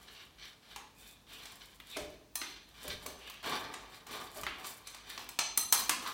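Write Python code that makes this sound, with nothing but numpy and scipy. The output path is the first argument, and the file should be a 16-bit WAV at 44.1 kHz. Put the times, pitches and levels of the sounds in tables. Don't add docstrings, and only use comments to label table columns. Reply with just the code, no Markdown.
import sys
import numpy as np
from scipy import signal
from scipy.fft import rfft, irfft, next_fast_len
from scipy.io import wavfile
from scipy.ndimage import map_coordinates

SR = 44100
rng = np.random.default_rng(int(sys.argv[2]) if len(sys.argv) > 2 else 0)


def wrap_up_sound(samples):
    columns = np.atleast_2d(samples).T
    tamed = np.clip(columns, -1, 1)
    steps = np.round(tamed * 32767).astype(np.int16)
    wavfile.write(sys.argv[1], SR, steps)


N = 270584

TOP_HZ = 16000


def amp(db):
    return 10 ** (np.asarray(db) / 20)


def unit(x):
    return x / np.sqrt(np.mean(x ** 2) + 1e-20)


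def along(points, hz):
    f, v = np.transpose(points)
    return np.interp(np.log(hz + 1), np.log(f + 1), v)


def add(track, s, sound):
    start = max(round(s * SR), 0)
    track[start:start + len(sound)] += sound[:N - start]


def wobble(rate):
    return map_coordinates(rng.standard_normal(int(N * rate / SR) + 4), [np.arange(N) * rate / SR])


def filtered(x, response):
    m = next_fast_len(len(x) + SR // 4)
    return irfft(rfft(x, m) * response(np.fft.rfftfreq(m, 1 / SR)), m)[:len(x)]


def causal(points, resonances=(), size=2048):
    hz = np.fft.rfftfreq(size, 1 / SR)
    lift = sum(db / (1 + (2 * (hz - centre) / width) ** 2) for centre, width, db in resonances)
    cepstrum = irfft(np.log(amp(along(points, hz) + lift)))
    cepstrum[1:size // 2] *= 2
    cepstrum[size // 2 + 1:] = 0
    return irfft(np.exp(rfft(cepstrum)))


def answer(x, build_s=0.001, treble_db=-4):
    # frequency in Hz, seconds to fall 60 dB.
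    decay_times = [(100, 0.99), (500, 0.7), (1400, 0.47), (3700, 0.6), (9700, 0.33), (16000, 0.22)]
    hz, t, spectra = signal.stft(rng.standard_normal(SR), SR, nperseg=256)
    decay_db = -60 * t / along(decay_times, hz)[:, None]
    tail = signal.istft(spectra * amp(decay_db + treble_db * hz[:, None] / TOP_HZ), SR, nperseg=256)[1]
    tail *= 1 - np.exp(-np.arange(len(tail)) / SR / build_s)
    return signal.fftconvolve(x, tail / np.linalg.norm(tail))[:len(x)]


def shower(x, wet_db):
    return x + amp(wet_db) * answer(x)


def pressure(start_s, bite_s, length_s, fade_db_per_s, onset_db=16, sag_db_per_s=10.5):
    t = np.arange(N) / SR - start_s
    swell = np.clip(t / max(bite_s, 1e-3), 0, 1)
    sag_db = sag_db_per_s * np.clip(t, 0, length_s)
    fade_db = fade_db_per_s * np.maximum(t - length_s, 0)
    return (t >= 0) * amp(-onset_db * (1 - swell) - sag_db - fade_db)


def effort(pushes, levels_db, fade_db_per_s):
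    return np.sqrt(sum((amp(db) * pressure(*push[:3], fade_db_per_s)) ** 2
                       for push, db in zip(pushes, levels_db)))


def friction(spectrum, slips_per_s, spread_db, smooth_db, judder_db):
    # centre in Hz, width in Hz, lift in dB.
    tool_resonances = [(1130, 260, 3), (1650, 180, 5), (2380, 220, 7), (3080, 220, 6), (3630, 330, 6),
                       (5850, 330, 8), (7700, 330, 6), (9250, 350, 8), (10800, 350, 7), (12150, 350, 9),
                       (13550, 350, 6), (15100, 500, 6)]
    sizes = amp(spread_db * np.minimum(rng.exponential(size=N), 4))
    slips = unit((rng.random(N) < slips_per_s / SR) * sizes * rng.choice([-1, 1], N))
    rub = amp(smooth_db) * rng.standard_normal(N)
    grip = amp(judder_db * wobble(70))
    contact = signal.fftconvolve((slips + rub) * grip, causal(spectrum, tool_resonances))[:N]
    return unit(shower(contact, wet_db=0.5))


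def strokes():
    # start, time to bite and length in seconds,
    # then the levels of drag, rasp and grit in dB.
    pushes = [(0, 0.00083, 0.24, -63, -54.5, -65.5), (0.357, 0.082, 0.13, -64.5, -55.5, -65.5),
              (0.62, 0.092, 0.15, -65, -52, -62.5), (0.948, 0.047, 0.14, -69.5, -60, -58),
              (1.268, 0.065, 0.27, -60, -53.5, -57), (1.56, .04, 0.16, -68, -65.5, -64.5),
              (1.848, 0.053, 0.2, -63, -51, -58), (2.409, 0.014, 0.1, -63.5, -47.5, -60),
              (2.669, 0.014, 0.06, -67, -63.5, -73), (2.742, 0.083, 0.18, -57.5, -46.5, -54),
              (2.97, 0.061, 0.12, -58, -54, -59.5), (3.158, 0.13, 0.12, -57.5, -49, -58),
              (3.429, 0.039, 0.14, -39.5, -40.5, -49.5), (3.614, 0.048, 0.22, -51, -54.5, -63),
              (3.885, .04, 0.085, -58, -57.5, -59.5), (4.065, 0.071, 0.16, -46, -44, -51),
              (4.316, 0.054, 0.083, -51.5, -53, -51.5), (4.538, 0.062, 0.13, -51.5, -49.5, -60.5),
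              (4.624, 0.035, 0.09, -59.5, -56, -47.5), (4.834, .04, .13, -63.5, -54.5, -60.5),
              (5.028, 0.057, 0.2, -56, -50.5, -57), (5.752, 0.048, 0.042, -45.5, -74, -33),
              (6.005, 0.023, 0.14, -50.5, -47, -50.5)]
    # frequency in Hz, relative level in dB.
    drag_tone = [(40, -30), (90, -9), (170, -15), (250, -3.5), (320, -5.5), (430, -3.5), (570, -8),
                 (750, -3), (1150, -2), (1470, -10.5), (1700, -8.5), (2600, -15.5), (5000, -50)]
    rasp_tone = [(600, -25.5), (1400, -3), (2100, -2), (2800, -3), (3600, 0.5), (4300, 1), (5200, -5),
                 (7000, -16.5), (12000, -36)]
    grit_tone = [(2500, -39), (4500, -2.5), (5850, -9), (7200, -1.5), (9300, -5.5), (12200, -5),
                 (15000, -5.5), (16000, -6)]
    *_, drag_db, rasp_db, grit_db = np.transpose(pushes)
    drag = friction(drag_tone, slips_per_s=500, spread_db=4.5, smooth_db=0.5, judder_db=2.2)
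    rasp = friction(rasp_tone, slips_per_s=700, spread_db=1, smooth_db=-9, judder_db=6.0)
    grit = friction(grit_tone, slips_per_s=460, spread_db=7.5, smooth_db=0.5, judder_db=4.0)
    return (drag * effort(pushes, drag_db, fade_db_per_s=77)
            + rasp * effort(pushes, rasp_db, fade_db_per_s=114)
            + grit * effort(pushes, grit_db, fade_db_per_s=157))


def room_tone():
    # frequency in Hz, relative level in dB.
    air_tone = [(25, -49), (40, -11), (60, 1), (90, 1.5), (200, 1), (400, -5), (800, -7.5), (1600, -13.5),
                (4000, -13.5), (8000, -20.5), (16000, -24)]
    hiss = unit(filtered(rng.standard_normal(N), lambda hz: amp(along(air_tone, hz))))
    drone = unit(filtered(rng.standard_normal(N), lambda hz: 1 / (1 + ((hz - 51) / 6) ** 4)))
    return amp(-65.0) * hiss + amp(-69.5) * drone


def chatter():
    # midpoint and length in seconds, pitch and bandwidth in Hz, level at the midpoint in dB.
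    catches = [(0.176, 0.29, 2900, 450, -62.5), (1.087, 0.27, 3540, 350, -65), (1.06, 0.28, 2460, 250, -67),
               (1.362, 0.2, 2900, 1100, -58), (1.938, 0.085, 3700, 500, -50),
               (1.96, 0.087, 2470, 400, -50.5), (3.3, 0.24, 2780, 930, -54), (4.888, 0.1, 4060, 400, -56.5),
               (6.08, 0.089, 1200, 268, -39.5)]
    t, out = np.arange(N) / SR, np.zeros(N)
    for middle_s, length_s, pitch, width, db in catches:
        band = filtered(rng.standard_normal(N), lambda hz: 1 / (1 + (2 * (hz - pitch) / width) ** 2))
        swell = np.cos(np.pi * np.clip((t - middle_s) / length_s, -.5, .5))
        out += amp(db) * unit(band) * swell
    return shower(out, wet_db=-9.0)


def contact_colour(hz, hardness, muffled_hz, pivot_hz=3260, thud_hz=640, knock_hz=1060):
    tilt = hardness * np.log2(hz / pivot_hz) / (1 + (thud_hz / hz) ** 4)
    muffle = 19 / (1 + (muffled_hz / hz) ** 8)
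    knock_db = 4 * np.log2(muffled_hz / 11700)
    knock_band = np.exp(-(np.log2(hz / knock_hz) / 0.57) ** 2)
    return tilt - muffle + knock_db * knock_band


def ringing(modes, t, life=1):
    return sum(amp(db + rng.standard_normal() - 60 * t / (life * t60))
               * np.sin(2 * np.pi * (hz * t + rng.random())) for hz, db, t60 in modes)


def blows(contact_s=0.0065, grain_db=3, crack_db=26, echo_db=21.5, clink_db=7, free_db=-6.0):
    # start in seconds, relative strength in dB, hardness as a tilt in dB per octave,
    # frequency in Hz above which it is muffled, trim of the blade's ring in dB.
    blade_hits = [(.761, -48, -2, 16200, -34), (1.455, -52.5, 2.5, 9900, -20), (1.801, -49, 4.5, 4540, -22),
                  (1.969, -43, -0.5, 13900, -13), (2.14, -63, 4, 5100, -8), (2.355, -43.5, 3.5, 19700, -5),
                  (2.415, -42, -0.5, 7200, -2.5), (2.879, -49, 2, 20100, -18),
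                  (3.062, -46.5, 1, 20000, -10.5), (3.299, -53.5, 1.5, 19900, -27),
                  (3.441, -50, -5, 12000, -20), (3.739, -46.5, -0.5, 12000, -17),
                  (4.068, -55.5, -0.5, 19470, -28), (4.11, -48.5, 1, 6000, -13),
                  (4.434, -45, -2.5, 17000, -15), (4.466, -34.5, -1, 5050, -27),
                  (4.645, -48.5, -1.5, 8850, -15), (4.872, -53, 3.5, 12500, -5),
                  (4.946, -51.5, 0, 13800, -20), (5.177, -42.5, 1, 7000, -16),
                  (5.29, -49.5, 1.5, 20000, -13), (5.389, -30, 3, 9030, -7.5),
                  (5.575, -37.5, 3, 22000, 1.5), (5.725, -29, 2.5, 24400, -5), (5.8, -53, 6, 20000, -15),
                  (5.894, -29.5, 0.5, 16900, -21)]
    # frequency in Hz, relative level in dB.
    contact_tone = [(30, -27), (150, -9), (260, 3), (560, -1.5), (850, 11), (1180, 14), (1500, 7.5),
                    (2000, 9.5), (4500, 6), (5700, 5.5), (8500, 5.5), (10400, 2), (16000, 6.5)]
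    # pitch in Hz, relative level in dB, seconds to fall 60 dB.
    blade_modes = [(4158, -2, .55), (5290, -13, .3), (6120, 1, .62), (7215, -11, .4), (8220, -3, .45),
                   (8563, -12, .25), (10468, -13, .35), (10957, -1, .27), (11010, 2, .2), (11230, -5, .15),
                   (13555, -4, .14), (13917, -2, .3)]
    t, out = np.arange(SR * 3 // 4) / SR, np.zeros(N)
    grid_hz = np.geomspace(30, TOP_HZ, 120)
    for start_s, strength_db, hardness, muffled_hz, ring_db in blade_hits:
        click_db = along(contact_tone, grid_hz) + contact_colour(grid_hz, hardness, muffled_hz)
        click = causal(list(zip(grid_hz, click_db)))
        click = np.pad(click, (0, len(t) - len(click)))
        grains = rng.standard_normal(len(t)) * amp(grain_db * rng.standard_normal(len(t)))
        crunch = grains * np.exp(-(t / contact_s) ** 2)
        crack = signal.fftconvolve(crunch / np.linalg.norm(crunch), click)[:len(t)]
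        excited = [(hz, db + contact_colour(hz, hardness, muffled_hz), t60)
                   for hz, db, t60 in blade_modes]
        clink = shower(ringing(excited, t, life=0.084), wet_db=0)
        free = shower(ringing(excited, t), wet_db=-7)
        blade = amp(ring_db) * (amp(clink_db) * clink + amp(free_db) * free)
        echo = amp(echo_db) * answer(click + crack)
        add(out, start_s, amp(strength_db) * (amp(crack_db) * crack + echo + blade))
    return out


def bumps(push_s=0.014, boom_rise_s=0.074):
    # start in seconds, relative level of the wall's ring in dB, level of the boom in dB.
    nudges = [(1.963, -38, -55), (2.845, -44.5, -52), (3.057, -46.5, -62), (4.360, -47, -56.5)]
    # centre in Hz, width in Hz, relative level in dB.
    wall_modes = [(255, 27, -2.5), (337, 90, -8.5), (406, 41, 1.5), (554, 110, -8), (595, 13, 8),
                  (726, 280, -8)]
    wall = lambda hz: sum((-1) ** k * amp(db) * 1j * hz * width
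                          / (centre * centre - hz * hz + 1j * hz * width)
                          for k, (centre, width, db) in enumerate(wall_modes))
    boom_tone = [(35, -6), (60, 7.5), (125, -8.0), (200, 0.5), (500, -70)]  # Hz, relative dB
    t, out = np.arange(SR) / SR, np.zeros(N)
    swell = (t / boom_rise_s * np.exp(1 - t / boom_rise_s)) ** 2
    for start_s, ring_db, boom_db in nudges:
        push = rng.standard_normal(SR) * np.exp(-t / push_s)
        ring = shower(filtered(push, wall), wet_db=-1.5)
        ring /= np.std(ring[:SR // 10])
        boom = unit(filtered(rng.standard_normal(SR), lambda hz: amp(along(boom_tone, hz))))
        add(out, start_s, amp(ring_db - 6.0) * ring + amp(boom_db) * boom * swell)
    return out


def scene():
    return (strokes() + chatter() + blows() + bumps() + room_tone())[None]


def record(dry):
    return np.array([filtered(channel, lambda hz: hz < TOP_HZ) for channel in dry])


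dry = scene()
out = record(dry)
wrap_up_sound(out)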